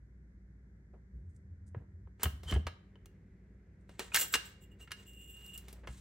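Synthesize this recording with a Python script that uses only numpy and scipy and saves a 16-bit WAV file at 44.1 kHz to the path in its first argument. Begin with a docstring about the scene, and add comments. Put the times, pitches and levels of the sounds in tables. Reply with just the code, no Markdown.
"""In a small quiet room, hands take a rifle apart just above a bench. A pin is pushed out with a click and a scrape,
the upper and lower halves unlatch and clack together, and a long coil spring rasps out of its tube.
Contacts are noise bursts with ringing modes; scrapes, squeals and the spring are tiny random clicks sent
through filters, with wavering tones for the singing. Dull swelling knocks come through the bench, the palm
and fingers brush the parts, and a low hum, soft rumble and faint hiss lie underneath."""
import sys
import numpy as np
from scipy import signal
from scipy.fft import rfft, irfft
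from scipy.io import wavfile
from scipy.ndimage import uniform_filter1d

SR = 44100
rng = np.random.default_rng(int(sys.argv[2]) if len(sys.argv) > 2 else 0)


def to_wav(sig):
    """Store sig (one row per channel, or 1-D mono) as 16-bit WAV at the path in sys.argv[1].

    Samples outside -1..1 are clipped; the rate is SR.
    """
    pcm = np.clip(np.atleast_2d(sig), -1, 1) * 32767
    pcm = np.round(pcm).astype(np.int16)
    wavfile.write(sys.argv[1], SR, pcm.T)  # frames by channels


N = 264745

# metal-on-metal contacts: start_s, level_db, bass_db (weight), treble_slope_db_per_octave (hardness), t60_s
# t60_s is always the time to fade by 60 dB; levels are set before any trim inside the functions
BLOWS = [(1.747, -48.5, 7.5, -22, 0.076), (2.073, -63.5, 5.5, -21, 0.041), (2.197, -55.5, 2, -7, 0.2),
         (2.218, -47.5, -16, -15, .07), (2.232, -51.5, -1, 9, 0.078), (2.2336, -34.5, -3, -7, 0.096),
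         (2.2408, -44, 1, -2.5, 0.097), (2.256, -33.5, -4, -10, 0.09), (2.433, -56.5, 8.5, -1, 0.39),
         (2.511, -49.5, 0, 0.5, 0.044), (2.5233, -34, -2, -10.5, 0.11), (2.539, -46, 4, -2.5, 0.05),
         (2.552, -43, -5, -13, 0.073), (2.561, -48, 17, -11.5, 0.11), (2.668, -34, -4, -7, 0.074),
         (2.956, -64.5, 7, -9.5, 0.038), (3.058, -65.5, 0.5, 1.9, .04), (3.893, -58.5, 8.5, -4, 0.091),
         (3.994, -41, 5, 0, 0.025), (4.0006, -39.5, -4, -7, 0.029), (4.121, -49, -9, -19, 0.048),
         (4.1445, -32, -10.5, 2.2, 0.21), (4.1531, -24.5, -29.5, -7.5, 0.027),
         (4.1603, -35, -26.5, 3.5, 0.088), (4.1659, -32, -19.5, -6, 0.064), (4.172, -23.5, -38, -8, .028),
         (4.339, -20.5, -45.5, -4.5, 0.023), (4.342, -28.5, -14.5, -1, 0.078),
         (4.3524, -33.5, -24, -2, .056), (4.3572, -36, -8, -12.5, 0.079), (4.875, -49.5, -27, -11, 0.092),
         (4.908, -47, -16, -6, 0.096), (4.917, -37.5, -21.5, -3, 0.056), (5.134, -80, -8, 5, .02),
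         (5.463, -81, -10, 9.5, .03), (5.577, -70.5, -3.5, 9.5, 0.096), (5.683, -56.5, 1.5, 0.5, 0.22),
         (5.728, -69, 17, 6, .08), (5.873, -41.5, -2, -7.5, 0.11)]
# centres of the five pitch regions of a contact: pitch_hz
BLOW_HZ = [500, 1550, 3450, 6900, 12400]
# colour that all contacts share in those regions: level_db
CONTACT_DB = [-1, -0.97, 1, -0.32, -.8]
# ringing of the two halves: pitch_hz, relative_level_db, t60_s
BODY = [(376, 5, 0.048), (453.3, 0, 0.071), (744, -8, 0.13), (944, -3.5, 0.057), (1066, -10.5, 0.11),
        (1285, -3, 0.067), (1533, -4.5, 0.043), (1674, -7, 0.13), (1844, 0, 0.04), (2152, -2, 0.085),
        (2560, -7, 0.098), (2827, -2, 0.18), (3070, -8, 0.12), (3550, -13.5, 0.027), (3990, -6, 0.079),
        (4265, -8, 0.13), (5650, -5, 0.078), (6540, -5, 0.087), (7790, -2, .06), (8570, 7, .05)]
# resonances of the scraped coil spring: pitch_hz, width_hz, relative_level_db
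COIL = [(3240, 470, -10.5), (6070, 520, -20.5), (7240, 130, -0.5), (7490, 170, 1), (7690, 73, 3),
        (8070, 660, -8), (9290, 300, -9), (12000, 360, -24), (14000, 300, -23), (13440, 180, 3),
        (14600, 62, 0.5), (15700, 160, -5)]
COIL_TONE_HZ, COIL_TONE_WIDTH_HZ = 2831, 80
# the spring drags over the rim of its tube in short tugs, then in one long pull:
# full_s (time at which the swell reaches full strength, here and below), length_s, rasp_db, singing_tone_db
TUGS = [(4.141, 0.048, -52, -46), (4.19, 0.04, -35.5, -45), (4.25, 0.064, -50, -62.5),
        (4.325, 0.011, -42.5, -58), (4.457, 0.012, -51, -59), (4.615, 0.026, -65.5, -67),
        (4.717, 0.0074, -73, -68.5), (4.811, 0.017, -59.5, -56.5), (4.988, 0.015, -67, -59),
        (5.064, 0.095, -63, -61), (5.176, 0.41, -61.5, -57.5), (5.536, 0.015, -52, -46)]
TUG_RISE_S, TUG_T60_S = 0.038, 0.11
# tone of dry friction: pitch_hz, relative_level_db
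FRICTION = [(150, -7.5), (400, -2.5), (800, -0.5), (1800, 0), (4000, -1), (5200, -5.5), (7800, 1),
            (9000, -6.5), (10500, -10), (16000, -11.5)]
# the metal faces rub, then come to rest: full_s, length_s, level_db, t60_s, brightness_db
RUBS = [(2.22, .01, -51, .26, -9.5), (2.487, 0.024, -47, .19, -2), (3.894, 0.078, -71, 0.13, -5),
        (4.001, 0.028, -50, 0.3, -3.5), (4.148, 0.06, -40.5, 0.16, 4), (4.197, 0.029, -38, .12, 4),
        (4.348, 0.0042, -30, 0.053, 2), (4.428, 0.031, -58, 0.34, 0), (4.804, 0.021, -63, 0.13, -1),
        (4.969, 0.064, -63, 0.13, -1.5), (5.363, .38, -69, 0.49, -6), (5.88, 0.13, -67.5, 0.34, 6.5)]
RUB_RISE_S = 0.055
RUB_SPLIT_HZ = 3800  # brightness tips the balance around this frequency
# the tight pin binds and squeals: full_s, length_s, level_db
SQUEALS = [(2.478, .014, -48.5), (2.497, .004, -39), (2.56, .006, -61)]
SQUEAL_RISE_S, SQUEAL_T60_S = 0.04, 0.06
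PIN_HZ = 3050  # pitch of the sliding pin's squeal
# small parts ring briefly when jerked or knocked: start_s, pitch_hz, peak_db, t60_s
SMALL_RINGS = [(2.241, 3050, -27, 0.015), (2.2563, 3000, -32, 0.021), (2.5243, 3000, -35, 0.042),
               (2.55, 3080, -42, 0.029), (2.564, 3100, -40.5, 0.03), (2.956, 3015, -60, 0.04),
               (4.1193, 2500, -42.5, 0.043)]
# the steel key slips off the pin and rings on: pitch_hz, level_db, t60_s
KEY = [(1240, -65.5, 0.56), (2150, -67, 0.36), (3100, -59, 0.39), (3860, -58.5, 0.34), (5300, -59.5, 0.18)]
KEY_S = 2.668
# dull knocks through the hands and bench: start_s, level_db, pitch_hz, swell_s, t60_s
THUMPS = [(1.116, -42, 61.6, 0.038, 0.49), (1.192, -60, 58, .01, 0.11), (1.759, -35, 108.7, 0.0092, 0.09),
          (1.798, -42.5, 85.4, 0.0065, 0.14), (1.948, -49.5, 60.8, 0.087, 0.3),
          (2.233, -39.5, 210, .002, .04), (2.244, -24, 75.4, 0.021, 0.12),
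          (2.257, -40.5, 105.8, 0.0055, 0.087), (2.327, -38, 69.7, 0.008, 0.36),
          (2.448, -38.5, 63.5, 0.011, 0.22), (2.517, -27.5, 238, 0.0009, 0.017),
          (2.521, -22.5, 64, 0.0092, 0.17), (2.555, -21.5, 75, 0.0092, 0.2), (2.655, -35, 75, 0.0079, 0.1),
          (4.344, -41.5, 277, 0.0045, 0.05), (5.883, -37.5, 60, 0.007, 0.21)]
# the hands tighten their grip: full_s, length_s, level_db
GRIPS = [(1.2, 0.52, -51.5), (1.8, 0.24, -53), (2.3, 0.4, -51.5)]
GRIP_RISE_S, GRIP_T60_S, GRIP_REST_DB = 0.46, 0.65, -68
# soft scuffs of the palm: start_s, level_db, brightness_db, t60_s
SCUFFS = [(0.932, -55, -13.5, 0.16), (1.77, -59, -5.5, 0.2), (1.81, -57, -13, 0.1),
          (5.732, -58.5, -20, 0.23), (5.775, -60.5, -6, 0.18), (5.832, -50.5, 3, 0.12)]
# fingers creep over the finish: full_s, length_s, level_db
CREEPS = [(1.26, 0.058, -82.5), (1.35, 0.013, -69), (1.683, .002, -73), (3.8, 0.038, -83.5)]
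CREEP_RISE_S, CREEP_T60_S = 0.055, 0.077
# tone of the room rumble: pitch_hz, relative_level_db
AIR = [(25, -31), (42, -3.5), (60, -0.5), (85, -10), (120, -7), (190, -6.5), (230, -15.5), (380, -21.5),
       (700, -38.5), (1200, -43.5), (1600, -34), (2100, -39), (2700, -59), (7000, -56.5), (16000, -78.5)]
AIR_DB = -57.5  # rumble level before its trim
# slowly wavering hum tones: pitch_hz, level_db
HUM = [(59.2, -60), (96.9, -66), (193.8, -68.5), (382.2, -82)]
# the lowest hum tone rises near the end and stays up
HUM_SWELL_S, HUM_SWELL_RISE_S, HUM_SWELL_DB = 4.95, 0.2, 5.5
# faint hiss of the room, joined by straight lines: time_s, level_db
HISS = [(0, -93), (2.1, -99), (2.8, -71.5), (3.6, -75), (4.6, -68.5), (6, -72)]
TOP_HZ = 15900  # nothing much is left above this


def clacks(db=-5.0):
    """Parts knock together: heavy contacts have more bass, hard ones more treble."""
    out = np.zeros(N + SR)
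    octaves = np.log2(np.array(BLOW_HZ[1:]) / BLOW_HZ[1])
    for s, level, bass, slope, t60 in BLOWS:
        strengths = level + np.r_[bass, slope * octaves] + CONTACT_DB
        x = blow(strengths, t60)
        i = int(s * SR)
        out[i:i + len(x)] += x
    return undb(db) * out[:N]


def blow(strengths, t60, crack_t60=0.023, crack_db=6, modes_db=-13, scatter_db=2.0, bass_db=-9):
    """A crack of contact, a short wash of dense modes, and the longer ring of the body."""
    t = np.arange(SR // 4) / SR
    envelope = undb(crack_db) * fade(t, crack_t60) + fade(t, t60)
    x = rng.standard_normal(len(t)) * envelope
    for hz, db, ring_t60 in BODY:
        size, sign = rng.standard_normal(2)
        gain = np.sign(sign) * undb(modes_db + db + scatter_db * size)
        x += gain * np.sin(2 * np.pi * hz * t) * fade(t, ring_t60)
    # set how much each region gets in the first instant (512 samples)
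    edges = np.array([250, 1000, 2400, 5000, 9500, 16000])  # Hz
    order = 512
    power = 2 * np.abs(rfft(x[:order]) / order) ** 2
    held = np.diff(np.cumsum(power)[edges * order // SR])
    gains = np.array(strengths) - 10 * np.log10(held)
    return colour(x, [(80, gains[0] + bass_db), *zip(BLOW_HZ, gains)])


def spring(rasp_db=-1, tone_db=-1, grit_db=-18):
    """Coils tick over the rim; the wire sings in one low mode and rasps in the higher ones."""
    rasp, tone = tugs()
    ticks = slips(rate=2200, spread_db=4, catch_rate=160, catch_db=1.8)
    wire = unit(sum(undb(db) * resonate(resonate(ticks, hz, width), hz, width) for hz, width, db in COIL))
    # stronger pulls grind with a broad grit
    grit = unit(colour(ticks, [(500, -36.0), (1800, -9), (5000, -1), (12000, 11.0), (16000, 10)]))
    grit *= undb(grit_db) + 1.2 * rasp / rasp.max()
    sing = squeal(ticks, COIL_TONE_HZ, waver_hz=20, width_hz=COIL_TONE_WIDTH_HZ, rough_db=-4)
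    return undb(rasp_db) * rasp * (wire + grit) + undb(tone_db) * tone * sing


def tugs(catch_rate=28, catch_db=1.0):
    """Strength of the spring's rasp and tone: each pull runs unevenly as the coils catch."""
    catching = undb(catch_db * walk(catch_rate))
    rasp = strokes([(full_s, length, db) for full_s, length, db, _ in TUGS], TUG_RISE_S, TUG_T60_S)
    tone = strokes([(full_s, length, db) for full_s, length, _, db in TUGS], TUG_RISE_S, TUG_T60_S)
    return rasp * catching, tone * catching


def sliding(friction_db=-1, body_db=3):
    """Dry friction shakes the body; the tight pin squeals in its hole."""
    bite = strokes(SQUEALS, SQUEAL_RISE_S, SQUEAL_T60_S)
    friction = slips(rate=4500, spread_db=0.5, catch_rate=120, catch_db=2.0)
    # a mode's fade time sets the width of its resonance
    body = sum(undb(db) * resonate(friction, hz, np.log(1000) / np.pi / t60) for hz, db, t60 in BODY)
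    faces = unit(colour(friction + undb(body_db) * body, FRICTION))
    pin = squeal(friction, PIN_HZ, waver_hz=64.3, width_hz=460, rough_db=-8.0)
    return undb(friction_db) * rubs(faces) + bite * pin


def rubs(faces):
    """Play the friction in separate rubs, some dull and some bright."""
    dull = signal.sosfilt(signal.butter(1, RUB_SPLIT_HZ, fs=SR, output="sos"), faces)
    levels = np.array([db + stroke(full_s, length, RUB_RISE_S, t60) for full_s, length, db, t60, _ in RUBS])
    bright = np.array(RUBS)[:, -1:]
    dull_gain = undb(np.max(levels - bright / 2, axis=0))
    bright_gain = undb(np.max(levels + bright, axis=0))
    return dull_gain * dull + bright_gain * (faces - dull)


def squeal(ticks, hz, waver_hz, width_hz, rough_db):
    """Friction locks to one mode: a wavering tone, roughened by the separate slips."""
    tone = np.sqrt(2) * np.sin(2 * np.pi * np.cumsum(hz + waver_hz * walk(90)) / SR)
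    rough = unit(resonate(resonate(ticks, hz, width_hz), hz, 500))
    return unit(tone + undb(rough_db) * rough)


def small_parts_and_key(split=0.016):
    """Small parts ring briefly when jerked or knocked; the free key rings longer, in beating pairs of bending modes."""
    small = sum(ring(*row) for row in SMALL_RINGS)
    pair = (1 - split, 1 + split)
    key = sum(ring(KEY_S, hz * side, db, t60) for hz, db, t60 in KEY for side in pair) / 2
    return small + key


def ring(s, hz, db, t60):
    """One struck mode: a sine that starts at time s and dies away."""
    t = np.maximum(np.arange(N) / SR - s, 0)
    return undb(db) * np.sin(2 * np.pi * hz * t) * fade(t, t60)


def thumps(thud_db=-15):
    """Soft pushes swell and die in the low mode of the bench, with a woolly thud added."""
    out = np.zeros(N)
    thud_tone = [(50, -17.5), (130, 13), (250, 0.0), (500, -17), (1000, -44), (3000, -49.0)]
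    thud = undb(thud_db) * unit(colour(rng.standard_normal(N), thud_tone))
    for s, db, hz, swell, t60 in THUMPS:
        t = np.maximum(np.arange(N) / SR - s, 0)
        shape = np.minimum(t / swell, 1) * fade(np.maximum(t - swell, 0), t60)
        out += undb(db) * shape * (np.sin(2 * np.pi * hz * t) + thud)
    return out


def grip(hz=82, width_hz=22):
    """Trembling hands keep the low mode stirring: noise through a narrow resonance."""
    effort = np.maximum(strokes(GRIPS, GRIP_RISE_S, GRIP_T60_S), undb(GRIP_REST_DB))
    return effort * unit(resonate(resonate(rng.standard_normal(N), hz, width_hz), hz, width_hz))


def scuffs(swell_s=0.01):
    """The palm brushes the hollow grip: woolly noise bursts, some brighter than others."""
    out = np.zeros(N)
    t = np.arange(SR // 4) / SR
    for s, db, bright_db, t60 in SCUFFS:
        tone = [(150, -6), (450, 2), (800, -9), (1900, bright_db - 9), (3500, bright_db - 28), (12000, -54)]
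        brush = unit(colour(rng.standard_normal(len(t)), tone))
        x = undb(db) * brush * np.minimum(t / swell_s, 1) * fade(t, t60)
        i = int(s * SR)
        out[i:i + len(x)] += x[:N - i]
    return out


def fingers():
    """Skin creeps over the metal in fine crackles."""
    clicks = slips(rate=900, spread_db=5, catch_rate=84, catch_db=8.0)
    crackle = colour(clicks, [(2000, -25.5), (5000, -3.5), (8500, 8.0), (12000, -11), (15000, -15)])
    return strokes(CREEPS, CREEP_RISE_S, CREEP_T60_S) * unit(crackle)


def bench(x, db=-6, delay_s=0.00066, t60=0.035):
    """Bench, hands and parts scatter the sound within milliseconds, with opposite sign at the two ports."""
    t = np.arange(SR // 16) / SR
    echo = rng.standard_normal(len(t)) * (t > delay_s) * fade(t, t60)
    scattered = signal.fftconvolve(x, echo / np.linalg.norm(echo))[:N]
    return undb(db) * scattered * np.array([[1], [-1]])


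def room(x, wet_db=-14, t60=0.48, treble_t60=0.22, split_hz=5000, build_s=0.013):
    """Close walls give a short diffuse tail, different at each port; the treble dies first."""
    t = np.arange(SR // 2) / SR
    tails = []
    for noise in rng.standard_normal((2, len(t))):
        low = signal.sosfilt(signal.butter(2, split_hz, fs=SR, output="sos"), noise)
        high = signal.sosfilt(signal.butter(2, split_hz, "high", fs=SR, output="sos"), noise)
        # subtracting the treble joins the two bands without a notch
        tail = (low * fade(t, t60) - high * fade(t, treble_t60)) * np.minimum(t / build_s, 1)
        tails.append(signal.fftconvolve(x, tail / np.sqrt(np.sum(tail ** 2)))[:N])
    return undb(wet_db) * np.array(tails)


def background(air_db=-3.0, hum_db=-1, waver_db=2, side_db=-14):
    """Low room rumble and faint hiss from filtered noise, with a wavering hum of sines."""
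    t = np.arange(N) / SR
    mid, side = (unit(colour(rng.standard_normal(N), AIR)) for _ in range(2))
    # the side part makes left and right differ
    side = colour(side, [(60, side_db - 11.5), (300, side_db), (2000, 3)])
    air = undb(AIR_DB + air_db) * np.array([mid + side, mid - side])
    swell = HUM_SWELL_DB * np.clip((t - HUM_SWELL_S) / HUM_SWELL_RISE_S, 0, 1)
    hum = np.zeros(N)
    for k, (hz, db) in enumerate(HUM):
        level = db + hum_db + waver_db * walk(3.4)
        if k == 0:
            level = level + swell
        hum += undb(level) * np.sqrt(2) * np.sin(2 * np.pi * hz * t + 0.17 * walk(4.8))
    hiss_tone = [(100, 3.0), (400, 13.0), (800, -6.5), (1300, -8.5), (2100, -1.0), (3000, -18.0),
                 (7000, -30.5), (16000, -38.0)]
    hiss = unit(colour(rng.standard_normal(N), hiss_tone))
    return air + hum + undb(np.interp(t, *np.transpose(HISS))) * hiss


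def ports(x, lag):
    """The sound reaches the left microphone port lag samples after the right."""
    turn = np.exp(-2j * np.pi * np.fft.rfftfreq(N) * lag)
    return np.array([irfft(rfft(x) * turn, N), x])


def slips(rate, spread_db, catch_rate, catch_db):
    """Stick and slip: many tiny clicks per second, of uneven size, that come in stronger bunches."""
    happens = rng.random(N) < rate / SR
    clicks = happens * rng.choice([-1, 1], N) * undb(spread_db * rng.standard_normal(N))
    return unit(clicks * undb(catch_db * walk(catch_rate)))


def stroke(full_s, length, rise_s, t60):
    """One hand movement, in dB: swells by 60 dB in rise_s up to time full_s, holds for its length, dies away."""
    times = [full_s - 2 * rise_s, full_s, full_s + length, full_s + length + 2 * t60]
    return np.interp(np.arange(N) / SR, times, [-120, 0, 0, -120])


def strokes(rows, rise_s, t60):
    """Gain curve of several movements (full_s, length_s, level_db) that swell and die alike."""
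    return undb(np.max([db + stroke(full_s, length, rise_s, t60) for full_s, length, db in rows], axis=0))


def walk(rate):
    """Slow chance: random levels held for 1/rate seconds, then smoothed twice."""
    k = int(SR / rate)
    steps = np.repeat(rng.standard_normal(N // k + 1), k)
    return unit(uniform_filter1d(uniform_filter1d(steps, k), k)[:N])


def fade(t, t60):
    """Exponential decay, by 60 dB in t60 seconds."""
    return np.exp(-np.log(1000) * t / t60)


def resonate(x, hz, width_hz):
    """One resonance, gain 1 at its centre."""
    return signal.lfilter(*signal.iirpeak(hz, hz / width_hz, fs=SR), x)


def colour(x, points):
    """Filter through (pitch_hz, level_db) points with no sound ahead of time, from the cepstrum of the log gain."""
    size = 8192
    hz, db = np.transpose(points)
    grid = np.maximum(np.fft.rfftfreq(size, 1 / SR), 1)
    gain = undb(np.interp(np.log(grid), np.log(hz), db))
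    cepstrum = irfft(np.log(gain))
    # folding the second half onto the first makes the filter minimum phase
    cepstrum[1:size // 2] *= 2
    cepstrum[size // 2 + 1:] = 0
    return signal.fftconvolve(x, irfft(np.exp(rfft(cepstrum))))[:len(x)]


def undb(db):
    """Decibels to gain."""
    return 10 ** (np.asarray(db) / 20)


def unit(x):
    """Scale to an average (rms) level of 1."""
    return x / np.sqrt(np.mean(x ** 2))


def scene():
    """The metal parts sound close to the microphone, with the bench and the room around them."""
    parts = clacks() + sliding() + small_parts_and_key() + fingers() + scuffs()
    coil = spring()
    metal = parts + coil
    knocks = thumps()
    direct = ports(parts, lag=1.0) + ports(coil, lag=0.9)
    scattered = bench(metal, db=-10.5) + bench(knocks, db=-40.5)
    return direct + scattered + room(metal) + knocks + grip() + background()


def record(dry, low_hz=40):
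    """Cut the deepest rumble and the extreme treble."""
    dry = signal.sosfilt(signal.butter(4, low_hz, "high", fs=SR, output="sos"), dry)
    return signal.sosfilt(signal.ellip(10, 0.2, 70, TOP_HZ, fs=SR, output="sos"), dry)


dry = scene()
out = record(dry)
to_wav(out)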